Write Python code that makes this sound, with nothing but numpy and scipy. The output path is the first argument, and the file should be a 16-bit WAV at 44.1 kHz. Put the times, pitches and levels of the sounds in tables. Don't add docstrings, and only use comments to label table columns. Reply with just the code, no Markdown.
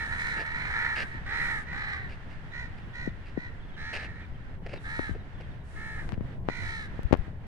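import sys
import numpy as np
from scipy import signal
from scipy.fft import rfft, irfft, next_fast_len
from scipy.io import wavfile

SR = 44100
rng = np.random.default_rng(int(sys.argv[2]) if len(sys.argv) > 2 else 0)


def transcribe(u):
    v = np.clip(np.atleast_2d(u).T, -1, 1)
    q = np.round(v * 32767).astype(np.int16)
    wavfile.write(sys.argv[1], SR, q)


N = 329409
TIME = np.arange(N) / SR
LEFT_MORE = np.array([[.5], [-.5]])
RIGHT_MORE = -LEFT_MORE


def from_db(db):
    return 10 ** (np.asarray(db) / 20)


def rms_one(x):
    return x / np.sqrt(np.mean(x ** 2) + 1e-20)


def in_time(rows):
    return np.interp(TIME, *np.transpose(rows))


def at_hz(points, hz):
    knots, values = np.transpose(points)
    return np.interp(np.log(hz + 1e-3), np.log(knots), values)


def colour(x, gain_at):
    size = next_fast_len(x.shape[-1] + 1024)
    hz = np.arange(size // 2 + 1) * SR / size
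    return irfft(rfft(x, size) * gain_at(hz), size)[..., :x.shape[-1]]


def butter(x, hz, kind, order=2):
    return signal.sosfilt(signal.butter(order, hz, kind, fs=SR, output="sos"), x + 1e-18)


def wander(t, per_s):
    knots = rng.standard_normal(4096)
    return np.interp(t * per_s, np.arange(len(knots)), knots)


def add(track, s, sound):
    at = round(s * SR)
    sound = sound[..., max(-at, 0):N - at]
    start = max(at, 0)
    track[..., start:start + sound.shape[-1]] += sound


def field(x, dull_hz=4000, t60_s=.6):
    t = np.arange(int(.8 * SR)) / SR
    decay = from_db(-60 * t / t60_s)
    early = 1 + 3 * np.exp(-t / .015)
    scatter = rng.standard_normal((2, len(t))) * decay * early * (t > .002)
    scatter = scatter / np.sqrt(np.sum(scatter ** 2, axis=1, keepdims=True))
    wet = from_db([[-7], [-10]]) * signal.fftconvolve(x[1:], scatter, axes=1)[:, :N]
    return butter(wet, dull_hz, "low", order=1)


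# (f/Hz, level/dB)
THROAT = [(300, -21), (480, -22), (860, -7), (1100, -8.5), (1350, -1), (1540, -3), (1850, 0), (2280, 0.5),
          (2750, -14.5), (3400, -12.5), (3800, -12), (4080, -4.5), (4500, -18.5), (5400, -18.5),
          (7000, -22.5), (9700, -26.5), (12500, -51)]


def throat(hz, beak_hz, rasp_db, beak_db=12.5, width_hz=170):
    beak = beak_db / (1 + ((hz - beak_hz) / width_hz) ** 2)
    rasp = rasp_db / (1 + (3000 / (hz + 1)) ** 4)
    return from_db(at_hz(THROAT, hz) + beak + rasp)


THROB_DB, TURBULENCE, ROUGH_TURBULENCE, SWELL_DB = 2.5, 0.16, 3.4, 23
BEAK_FOLLOWS = 0.66


def caw(length, start_hz, top_hz, end_hz, rattle_hz, warble, beak_hz, rough, rasp_db):
    t = np.arange(int(length * SR)) / SR
    u = t / length
    rise = np.sqrt(abs(top_hz - start_hz) + 1)
    fall = np.sqrt(abs(top_hz - end_hz) + 1)
    crest = rise / (rise + fall)
    before = np.maximum(1 - u / crest, 0) ** 2
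    after = np.maximum((u - crest) / (1 - crest), 0) ** 2
    arch = top_hz + (start_hz - top_hz) * before + (end_hz - top_hz) * after

    rattle_rate = rattle_hz * (1.05 - .12 * u + .15 * rough * wander(t, 90))
    rattle = 2 * np.pi * (np.cumsum(rattle_rate) / SR + rng.random())
    jitter = .03 * rough * wander(t, 350) + .004 * wander(t, 30)
    pitch = arch * (1 + warble * np.sin(rattle) + jitter)
    throb = from_db(THROB_DB * np.cos(rattle + .5) + 3.3 * rough * wander(t, 129.5))
    phase = 2 * np.pi * np.cumsum(pitch) / SR

    opening = (arch / top_hz) ** BEAK_FOLLOWS
    tone = sum(throat(k * pitch / opening, beak_hz, rasp_db) * np.cos(k * phase)
               for k in range(1, 15))
    puffs = rng.standard_normal(len(t)) * (1 + .7 * np.cos(phase))
    turbulence = (TURBULENCE + ROUGH_TURBULENCE * rough) * puffs
    turbulence = turbulence + 2.1 * butter(puffs, 5000, "high")
    voice = throb * (tone + colour(turbulence, lambda hz: throat(hz, beak_hz, rasp_db)))

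    fade_in = np.sin(np.pi / 2 * np.clip(t / 0.024, 0, 1))
    fade_out = np.sin(np.pi / 2 * np.clip((length - t) / 0.059, 0, 1))
    swell = from_db(-SWELL_DB * (u - (crest + .5) / 2) ** 2)
    return rms_one(voice) * fade_in * fade_out * swell


# (t/s, voice, length/s, top f/Hz, level/dB before swell and stereo split,
# roughness/0-1, rasp/dB)
CAWS = [ (-.15, "flat", 0.23, 461.3, -31.5, 0.28, -5), (.019, "hoarse", .44, 477.2, -32, 0.56, -8.5),
        (0.171, "shrill", .21, 527.7, -36.5, .77, 4), (.332, "flat", 0.39, 451.3, -35, 0.68, -9),
        (.53, "shrill", 0.29, 497.8, -36.5, 0.55, -8), (.668, "hoarse", 0.4, 457, -30, 0.59, -8),
        (.718, "curt", 0.23, 470.7, -31.5, 0.8, -15), (1.026, "flat", 0.21, 455, -43, 0.53, -11),
        (1.252, "deep", 0.29, 417.4, -34.5, 0.47, -2), (1.289, "gruff", 0.35, 472.3, -30.5, 0.34, -10.5),
        (1.656, "curt", 0.19, 491.4, -39, 0.28, -5), (1.715, "deep", .3, 421, -33.5, 0.61, -7),
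        (1.839, "gruff", .28, 399.3, -41.5, .4, -8), (2.511, "curt", 0.18, 493.3, -39, .3, -2),
        (2.931, "curt", 0.18, 495.5, -39, .27, 0), (3.357, "curt", .16, 494, -43, .25, -4),
        (3.761, "hoarse", 0.31, 450.4, -38.5, .15, 2.5), (4.004, "flat", 0.16, 450, -46.5, 0.37, -5),
        (4.132, "flat", 0.142, 456.5, -49.5, 0.65, -5), (4.834, "hoarse", 0.3, 456, -35.5, 0.14, -4),
        (5.748, "sagging", .33, 445.4, -40.5, 0.08, -7.5), (5.976, "sagging", 0.052, 464, -37.5, .15, -18),
        (6.478, "falling", .31, 486, -41, 0.23, 1), (6.61, "sagging", 0.28, 452, -37, .13, 3.5)]
VOICES = { "hoarse": (79, 0.067, 1783, 0.76, .1, .125), "gruff": (71, .053, 1938, 2.5, .09, .18),
          "deep": (63, 0.059, 1830, 1, .09, .11), "shrill": (57, 0.06, 2170, 2.1, 0.0355, 0.12),
          "curt": (66, 0.049, 1933, 2, 0.0452, 0.0644), "falling": (58, 0.05, 2090, 6.3, 0.0032, .12),
          "sagging": (69, .044, 1838, -.5, .055, .15), "flat": (73, 0.055, 1885, 2.4, 0.0402, .065)}
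# (f/Hz, level/dB)
LEFT_SHADE = [(900, -2.5), (2000, -3), (4000, -4), (7000, -15.5), (11000, -35)]


def crows(lag_ms=0.16):
    out = np.zeros((2, N))
    for s, voice, length, top_hz, level_db, rough, rasp_db in CAWS:
        rattle_hz, warble, beak_hz, right_db, rise, fall = VOICES[voice]
        start_hz, end_hz = top_hz * (1 - rise), top_hz * (1 - fall)
        call = caw(length, start_hz, top_hz, end_hz, rattle_hz, warble, beak_hz, rough, rasp_db)
        t = np.arange(len(call)) / SR
        late_s = (lag_ms + rng.uniform(-.07, .07)) / 1000
        ports = np.array([np.interp(t - late_s, t, call), call])
        add(out, s, ports * from_db(level_db + right_db * RIGHT_MORE))
    out[0] = colour(out[0], lambda hz: from_db(at_hz(LEFT_SHADE, hz)))
    return out + field(out)


# (f/Hz, likeness/0-1)
LIKENESS = [(40, 0.38), (150, 0.98), (500, 0.77), (1500, 0), (5000, 0)]


def air(spectrum):
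    def likeness(hz):
        return np.clip(at_hz(LIKENESS, hz), -1, 1)

    mid, side = rng.standard_normal((2, N))
    mid = colour(mid, lambda hz: from_db(at_hz(spectrum, hz)) * np.sqrt(1 + likeness(hz)))
    side = colour(side, lambda hz: from_db(at_hz(spectrum, hz)) * np.sqrt(1 - likeness(hz)))
    return rms_one(np.array([mid + side, mid - side]))


# (f/Hz, relative level per Hz/dB)
RUMBLE = [(12, 7), (25, 9.5), (40, 0), (60, 4), (90, 2), (140, -1), (220, -9.5), (330, -15.5), (500, -20),
          (750, -21), (1100, -27), (1600, -60)]
# (t/s, level/dB)
RUMBLE_DB = [(0.0, -43.5), (5.55, -44.5), (6.05, -41.5), (7.2, -43), (7.47, -44)]


def rumble(gain_db=4.0, left_db=0.5):
    drift_db = 1.2 * wander(TIME, 16)
    return air(RUMBLE) * from_db(in_time(RUMBLE_DB) + gain_db + drift_db + left_db * LEFT_MORE)


# (f/Hz, relative level per Hz/dB)
FAR_FLOCK = [(400, -9.5), (900, -4), (1150, -4.5), (1400, -0.5), (1800, 2), (2400, -7.5), (3200, -11.5),
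             (4000, -17.5), (5000, -22.5), (7000, -31.5), (9800, -34.5), (12000, -60), (15000, -50)]
# (t/s, level/dB before dips and flutter)
FAR_DB = [(0, -47.5), (2.1, -52), (4, -56), (7.47, -52)]
# (t/s, half width/s, depth/dB)
BACKGROUND_DIPS = [(4.6, 0.034, 9.5), (5.64, 0.06, 5.5), (6.19, 0.046, 8), (6.415, 0.051, 13.5),
                   (7.38, 0.085, 9)]


def far_flock(right_db=3.5):
    flutter_db = .8 * wander(TIME, 22)
    dips_db = sum(depth_db * np.exp(-((TIME - s) / width) ** 2)
                  for s, width, depth_db in BACKGROUND_DIPS)
    return air(FAR_FLOCK) * from_db(in_time(FAR_DB) - dips_db + flutter_db + right_db * RIGHT_MORE)


# (f/Hz, relative level per Hz/dB)
HISS = [(3000, -1), (6000, -1.5), (9700, -1), (12000, -16.5), (15000, -34)]
# (t/s, length/s, peak level on the right/dB)
HISS_SWELLS = [(-.1, 0.58, -55.5), (0.444, 0.72, -59.5), (1.332, 0.31, -53.5), (4.792, 0.36, -58.5),
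               (5.634, 0.495, -60), (6.53, .35, -58.5)]


def hiss(left_db=-15):
    swells = np.zeros(N)
    for s, length, level_db in HISS_SWELLS:
        arch = abs(np.sin(np.pi * np.clip((TIME - s) / length, 0, 1)))
        swells += from_db(level_db) * np.sqrt(arch)
    return air(HISS) * swells * from_db([[left_db], [0]])


# (t/s, length/s, level/dB, low crunch/dB)
SCUFFS = [(0.365, 0.07, -43.5, 10), (.955, .08, -37, 0), (2.087, .063, -52.5, 3), (2.291, 0.053, -56.5, 9),
          (2.772, .026, -57, 10), (3.252, .053, -57, -1), (3.927, .051, -37.5, 6.5),
          (3.979, .088, -46.5, 4), (4.658, .013, -43, 18), (4.681, .1, -48.5, 12.5),
          (4.731, 0.0067, -38, 20.5), (5.146, 0.016, -44, 32), (5.402, .018, -50, 18),
          (6.121, 0.027, -52, 14)]
# (f/Hz, level/dB)
GRIT = [(150, -12), (400, 5), (720, 6), (1100, -5.5), (1800, 11.5), (2750, 11), (3500, -6), (4700, -0.5),
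        (6500, -17), (10000, -21.5), (13000, -45.5)]


def shoes(grains_per_s=900, grain_db=6.0):
    out = np.zeros((2, N))
    for s, length, level_db, low_db in SCUFFS:
        size = int((length + .01) * SR)
        t = np.arange(size) / SR
        struck = rng.random((3, size)) < grains_per_s / SR
        strength = from_db(grain_db * np.minimum(rng.exponential(1, (3, size)), 3))
        grains = struck * strength * rng.choice([-1, 1], (3, size))
        sliding = 0.79 * rng.standard_normal((3, size))
        fades = np.clip(t / 0.0081, 0, 1) * np.clip((t[-1] - t) / 0.019, 0, 1)
        grit = (rms_one(grains) + sliding) * fades
        crunch = colour(grit[0] + .5 * grit[1:],
                        lambda hz: from_db(at_hz(GRIT, hz) + low_db / (1 + (hz / 1000) ** 4)))
        add(out, s, from_db(level_db) * rms_one(crunch))
    return out


def at_left_port(x, right_db=-53.0):
    return x * from_db([[0], [right_db]])


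MS = np.arange(int(.06 * SR)) / SR * 1000
PLOP_END_SHARE, PLOP_CYCLES = .27, 3.07
# (t/s, nominal peak/dB before envelope, start f/Hz)
PLOPS = [(1.149, -31, 340), (3.075, -16.5, 452), (3.3749, -15.5, 506), (4.992, -14.5, 734),
         (5.093, -23, 440), (5.112, -20.5, 175), (6.129, -21, 280), (6.1778, -20, 264),
         (6.2077, -21.5, 326)]


def finger_plops():
    plops = np.zeros(N)
    for s, peak_db, start_hz in PLOPS:
        pitch = start_hz * (PLOP_END_SHARE + (1 - PLOP_END_SHARE) * np.exp(-MS / 3.67))
        decay_ms = 1000 * PLOP_CYCLES / start_hz
        envelope = (1 - np.exp(-MS / 1.0)) * np.exp(-MS / decay_ms)
        tone = np.sin(2 * np.pi * np.cumsum(pitch) / SR)
        add(plops, s, -1.5 * from_db(peak_db) * tone * envelope)
    return at_left_port(plops)


# (t/s, start f/Hz, level/dB)
CHIPS = [(3.62, 3730, -61), (3.68, 3600, -60), (3.736, 3370, -57), (4.222, 2560, -53), (4.764, 4070, -55),
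         (5.372, 3650, -64)]


def small_birds(length=0.0327, fall=0.135, farther_count=40):
    out = np.zeros((2, N))
    u = np.linspace(0, 1, int(length * SR))
    farther = rng.uniform([2.2, 2900, -70], [5.6, 4100, -60], (farther_count, 3))
    for s, pitch_hz, level_db in [*CHIPS, *farther]:
        phase = 2 * np.pi * np.cumsum(pitch_hz * (1 - fall * u)) / SR
        ports = np.sin([phase - np.pi / 2, phase])
        add(out, s, from_db(level_db) * np.sin(np.pi * u) * ports)
    return out + field(out)


SLIP_S, SLIP_LOSS_DB = .012, 11.5
# (t/s, peak/dB before the leak, width/ms, sliding time/s)
TOUCHES = [(4.9931, -9, .25, .005), (6.0917, -19, 0.085, .005), (6.1218, -18.5, .096, .018),
           (6.1771, -28.5, 0.2, .005), (6.2092, -24, 0.21, .005), (6.4876, -4.5, 0.19, .018),
           (6.9928, -16, .49, .005), (7.053, -2, 5.6, .005), (7.1115, -12, 0.58, .005),
           (7.126, -5, 0.15, .018), (7.1295, 8.5, 0.24, .042), (7.1373, -8, 0.13, .018),
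           (7.193, -5, 5.4, .005), (7.2814, -21.5, 0.79, .005)]


def finger_touches(leak_hz=55):
    spikes = np.zeros(N)
    for s, peak_db, width_ms, slide_s in TOUCHES:
        x = (MS - 20) / width_ms
        spike = np.exp(.3 - np.hypot(x, .3))
        for k in range(1 + int(slide_s / SLIP_S)):
            slip_s = s + k * SLIP_S * rng.uniform(.92, 1.08)
            add(spikes, slip_s - .02, -from_db(peak_db - k * SLIP_LOSS_DB) * spike)
    return at_left_port(butter(spikes, leak_hz, "high"))


def scene():
    near = crows() + shoes() + finger_plops() + small_birds() + finger_touches()
    return near + rumble() + far_flock() + hiss()


def record(dry, stop_hz=16500):
    low_pass = signal.cheby2(12, 70, stop_hz, fs=SR, output="sos")
    return signal.sosfilt(low_pass, np.clip(dry, -1, 1))


dry = scene()
out = record(dry)
transcribe(out)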